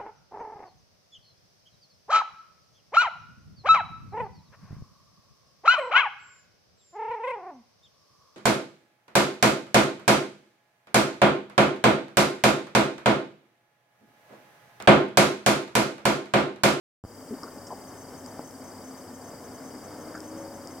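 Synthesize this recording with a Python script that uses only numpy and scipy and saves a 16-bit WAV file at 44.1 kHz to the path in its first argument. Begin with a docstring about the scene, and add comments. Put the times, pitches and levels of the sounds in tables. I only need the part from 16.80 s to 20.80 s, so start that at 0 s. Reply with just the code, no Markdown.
"""Kayak on a lake at dusk

The microphone opens with two soft pops onto a distant wash, a faint drone and its own hiss.
Clusters of small contacts bump the drifting hull, and two quick knocks ring the deck.
The hand-held camera ticks; something in it, probably the lens motor, whines faintly in short steps."""
import sys
import numpy as np
from scipy import signal
from scipy.fft import rfft, irfft
from scipy.io import wavfile
from scipy.ndimage import uniform_filter1d

SR = 44100
rng = np.random.default_rng(int(sys.argv[2]) if len(sys.argv) > 2 else 0)


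def generate_wav(sig):
    """Save sig (samples, or channels by samples) to the path in sys.argv[1] as 16-bit PCM at SR."""
    pcm = np.round(np.clip(np.atleast_2d(sig).T, -1, 1) * 32767).astype(np.int16)
    wavfile.write(sys.argv[1], SR, pcm)


N = 176400


def from_db(db):
    """Decibels to gain."""
    return 10 ** (np.asarray(db) / 20)


def unit_rms(x):
    """Scale to unit power."""
    return x / np.sqrt(np.mean(x ** 2) + 1e-20)


def clock():
    """Sample times [s]."""
    return np.arange(N) / SR


def pan(db):
    """Stereo gains for a left-minus-right level."""
    return from_db(np.array([[db], [-db]]) / 2)


def colour(points):
    """Gain per FFT bin from (frequency [Hz], level [dB]) points."""
    hz, db = np.transpose(points)
    bin_hz = np.arange(N // 2 + 1) * SR / N
    return from_db(np.interp(np.log(bin_hz + 1e-9), np.log(hz), db))


def noise(gains):
    """White noise shaped by a gain per FFT bin."""
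    return irfft(rfft(rng.standard_normal(N)) * gains, N)


def stereo_noise(points):
    """Independent left and right noise, unit RMS."""
    return unit_rms(np.array([noise(colour(points)) for _ in range(2)]))


def drift(corner_hz):
    """Slow random motion, unit RMS."""
    bin_hz = np.arange(N // 2 + 1) * SR / N
    return unit_rms(noise(1 / (1 + (bin_hz / corner_hz) ** 2)))


def click(at_s):
    """Unit impulse."""
    return 1.0 * (np.arange(N) == int(at_s * SR))


def butter(x, order, hz, kind="low"):
    """Butterworth filter."""
    return signal.sosfilt(signal.butter(order, hz, kind, fs=SR, output="sos"), x + 1e-18)


def ring(force, hz, t60_s):
    """One mode: each impulse starts a decaying sine."""
    radius, angle = from_db(-60 / (t60_s * SR)), 2 * np.pi * hz / SR
    return signal.lfilter([0, np.sin(angle)], [1, -2 * radius * np.cos(angle), radius ** 2], force + 1e-18)


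def strike(force, modes):
    """A force rings a body's modes, alternating in sign."""
    return sum((-1) ** k * from_db(db) * ring(force, hz, t60_s) for k, (hz, db, t60_s) in enumerate(modes))


def wash():
    """Soft, fluttering noise from the far shore, nearly the same in both ears."""
    # (frequency [Hz], relative density [dB])
    spectrum = [(20, -45), (40, -13.5), (70, -11.5), (105, -5), (140, -4), (200, -2), (260, 5), (350, -2),
                (600, -2), (1000, -7), (1400, -12.5), (1780, -16), (1890, -22.5), (2070, -17),
                (2600, -31.5), (3200, -28), (3450, -35), (3650, -26.5), (3950, -39.5), (4300, -31),
                (5050, -17.5), (5900, -27), (9000, -39.5)]
    # (frequency [Hz], side re mid [dB])
    width = [(25, 4), (60, -5.5), (130, -19), (280, -17), (600, -16.5), (1400, -10), (2600, -8.5),
             (4000, -31), (5000, -21)]
    # (time [s], level [dB])
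    levels = [(.25, -45), (.6, -45), (1.3, -44.5), (2.05, -45.5), (2.7, -44.5), (3.0, -44), (3.65, -42.5),
              (4, -44.5)]
    mid = noise(colour(spectrum))
    side = noise(colour(spectrum) * colour(width))
    flutter_db = .89 * drift(corner_hz=7.2)
    level_db = np.interp(clock(), *np.transpose(levels)) + flutter_db
    return from_db(level_db) * unit_rms(np.array([mid + side, mid - side]))


def far_tone(hz):
    """A tone that wanders and wavers on its way over the water."""
    wander_hz = 2 * drift(corner_hz=7.6)
    waver_db = 1.5 * drift(corner_hz=5.4)
    phase = 2 * np.pi * np.cumsum(hz + wander_hz) / SR
    return unit_rms(np.sin(phase) * from_db(waver_db))


def drone():
    """Steady far tones, plus whines that swell and fade, perhaps from a road."""
    # (frequency [Hz], level [dB])
    tones = [(96, -60), (261, -53.5), (481, -64), (558, -63.5), (1811, -70)]
    # (peak time [s], 1/e half-width [s], frequency [Hz], glide [Hz/s], level [dB])
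    swells = [(3.47, .45, 315, 42, -45), (3.14, .17, 481, 0, -49.5), (3.63, .18, 557, 0, -45.5),
              (3.69, .045, 908, 0, -52.5)]
    out = sum(from_db(db) * far_tone(hz) for hz, db in tones)
    for peak_s, half_s, hz, glide_hz_per_s, db in swells:
        offset_s = clock() - peak_s
        envelope = np.exp(-(offset_s / half_s) ** 2)
        out += from_db(db) * envelope * far_tone(hz + glide_hz_per_s * offset_s)
    return out


def air():
    """Faint rumble of moving air, separate at each microphone port."""
    # (frequency [Hz], relative density [dB])
    spectrum = [(15, 0), (35, -10), (70, -2), (130, -2), (300, -10), (1000, -46)]
    return from_db(-67.5) * stereo_noise(spectrum)


def hiss():
    """Each microphone's steady self-noise."""
    # (frequency [Hz], relative density [dB])
    spectrum = [(2000, -32), (3100, -5.5), (3500, -31), (4200, -31), (4600, -2.5), (5200, -1), (6000, -1.5),
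                (6900, -2.5), (8050, 3.5), (9200, -4.5), (11500, -5.5), (16000, -7.5)]
    return from_db(-53.5) * pan(1.8) * stereo_noise(spectrum)


def pops():
    """Two switch-on voltage steps, each swinging back through the microphone's bass cut."""
    # (time [s], level before filtering [dB])
    steps = [(0.2394, -24), (0.2496, -25)]
    rise_s, fall_s = .00041, .0023
    voltage = 0
    for at_s, db in steps:
        age_s = np.maximum(clock() - at_s, 0)
        voltage -= from_db(db) * np.minimum(age_s / rise_s, 1) * np.exp(-age_s / fall_s)
    return butter(voltage, order=2, hz=[53, 1600], kind="band")


def lens_motor():
    """Ticking steps on a steady clock: a high whine in the listed runs, mostly a low one between."""
    # (start [s], length [steps])
    high_runs = [(1.073, 1), (1.173, 2), (1.373, 1), (1.473, 1), (1.64, 2), (1.84, 2), (2.04, 2),
                 (2.173, 1), (2.34, 1), (2.44, 2), (2.64, 1), (2.74, 1), (2.84, 2), (3.04, 1), (3.207, 1),
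                 (3.44, 2), (3.573, 2), (3.74, 1), (3.907, 1)]
    steps_per_s, first_s, whine_s = 30, .0065, .027
    high_hz, high_db, high_edge_s = 6150, -51.5, .003
    low_hz, low_db, low_edge_s = 4753, -52, .012
    low_share, spread_hz = .7, 12
    step, age_s = np.divmod(clock() - first_s + 1 / steps_per_s, 1 / steps_per_s)
    step = step.astype(int)
    chance, strength, detune, start_cycles = rng.random((step[-1] + 1, 4))[step].T
    high_steps = [round((at_s - first_s) * steps_per_s) + 1 + k
                  for at_s, count in high_runs for k in range(int(count))]
    is_high = np.isin(step, high_steps)
    is_low = ~is_high & (chance < low_share)
    to_edge_s = np.minimum(age_s, whine_s - age_s)
    cycles = start_cycles + spread_hz * (2 * detune - 1) * age_s
    cycles = cycles + np.array([[0], [.25]])   # right leads by 90 degrees

    def whine(hz, db, edge_s):
        envelope = np.clip(to_edge_s / edge_s, 0, 1)
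        return from_db(db) * envelope * np.sin(2 * np.pi * (hz * age_s + cycles))

    high = is_high * whine(high_hz, high_db, high_edge_s)
    low = is_low * whine(low_hz, low_db, low_edge_s)
    kicks = np.diff(step, prepend=0) * (.5 + strength) * np.sign(start_cycles - .5)
    return high + low + from_db(-57) * ring(kicks, hz=3127, t60_s=.016)


def hull_bumps():
    """Each bump is a short cluster of contacts through one broad hull resonance."""
    # (time [s], level [dB], centre [Hz], width [octaves], length [s])
    bumps = [(.508, -35, 247, 0.28, 0.034), (.509, -37.5, 405, 0.3, 0.03), (0.567, -41, 256, .7, 0.011),
             (.627, -40, 1130, 0.56, 0.012), (0.629, -43, 336, 0.98, 0.024),
             (0.666, -48, 1200, 0.64, 0.019), (0.904, -38, 820, 0.67, 0.026), (0.92, -40, 330, 1.73, 0.012),
             (2.942, -43, 293, 0.71, .03), (3.343, -41.5, 1360, .75, 0.015),
             (3.368, -47.5, 1540, 0.43, 0.014)]
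    attack_s, release_s, contacts_per_s = .0015, .0076, 900
    out = 0
    for at_s, db, centre_hz, octaves, length_s in bumps:
        age_s = clock() - at_s
        envelope = np.clip(age_s / attack_s, 0, 1) * np.exp(-np.maximum(age_s - length_s, 0) / release_s)
        contacts = (rng.random(N) < contacts_per_s / SR) * rng.choice([-1, 1], N)
        edges_hz = centre_hz * 2 ** (np.array([-.5, .5]) * octaves)
        hull = butter(contacts, order=4, hz=edges_hz, kind="band")
        running_rms = np.sqrt(uniform_filter1d(hull ** 2, size=600) + 1e-12)
        bump = envelope * hull / running_rms
        out += from_db(db) * bump * np.sqrt(np.sum(envelope ** 2) / np.sum(bump ** 2))
    return out


def camera_ticks():
    """A snap and a brief rattle ring the camera body."""
    # (time [s], force [dB], pan [dB], rattle decay [s], rattle re snap [dB], low-pass [Hz])
    ticks = [(.6328, -23, 0.5, 0.0071, -12, 5450), (.8685, -34.5, 1, 0.013, -6.5, 7400),
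             (1.461, -31.5, 1, .002, -9, 8500), (1.7092, -37, 1, .002, -13, 7000),
             (3.352, -45, 3, 0.015, -1.5, 8000), (3.3772, -36.5, 1, .003, -10, 6500),
             (3.404, -31.5, 12, 0.00091, -22, 10000), (3.8731, -28.5, 5, .002, -27, 10000)]
    # (frequency [Hz], gain [dB], t60 [s])
    body_modes = [(5180, -1, 0.0046), (6000, -4.5, 0.0034), (6560, 0.5, 0.0016), (8130, -6.5, 0.0036)]
    rattle_density, highpass_hz = .12, 4750
    out = 0
    for at_s, db, pan_db, rattle_s, rattle_db, lowpass_hz in ticks:
        age_s = clock() - at_s
        grains = rng.standard_normal(N) * (rng.random(N) < rattle_density)
        rattle = (age_s > 0) * np.exp(-np.abs(age_s) / rattle_s) * grains
        force = butter(click(at_s) + from_db(rattle_db) * rattle, order=5, hz=lowpass_hz)
        out += from_db(db) * pan(pan_db) * strike(force, body_modes)
    return signal.sosfilt(signal.cheby1(8, .5, highpass_hz, "high", fs=SR, output="sos"), out)


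def deck_knocks():
    """Single blows on the plastic deck; softer contact, duller sound."""
    # (time [s], force [dB], contact low-pass [Hz])
    knocks = [(1.5927, -25, 2500), (1.605, -32, 600)]
    # (frequency [Hz], gain [dB], t60 [s])
    deck_modes = [(279, -6, 0.081), (570, -0.5, 0.013), (840, -1.5, 0.019), (1290, -7, 0.01)]
    force = sum(from_db(db) * butter(click(at_s), order=1, hz=hz) for at_s, db, hz in knocks)
    return strike(force, deck_modes)


def scene():
    """Silence, then the microphone pops open and its gain settles upward."""
    open_s, settle_s, start_gain = .238, .084, .28
    age_s = clock() - open_s
    gain = (age_s > 0) * (1 - (1 - start_gain) * np.exp(-np.abs(age_s) / settle_s))
    leaning_left = pan(2) * (wash() + drone() + hull_bumps() + deck_knocks() + lens_motor())
    return gain * (leaning_left + camera_ticks() + air() + hiss()) + pops()


def record(dry):
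    """Steep treble cut."""
    cutoff_hz = 15900
    return signal.sosfilt(signal.ellip(12, .1, 80, cutoff_hz, fs=SR, output="sos"), dry)


dry = scene()
out = record(dry)
generate_wav(out)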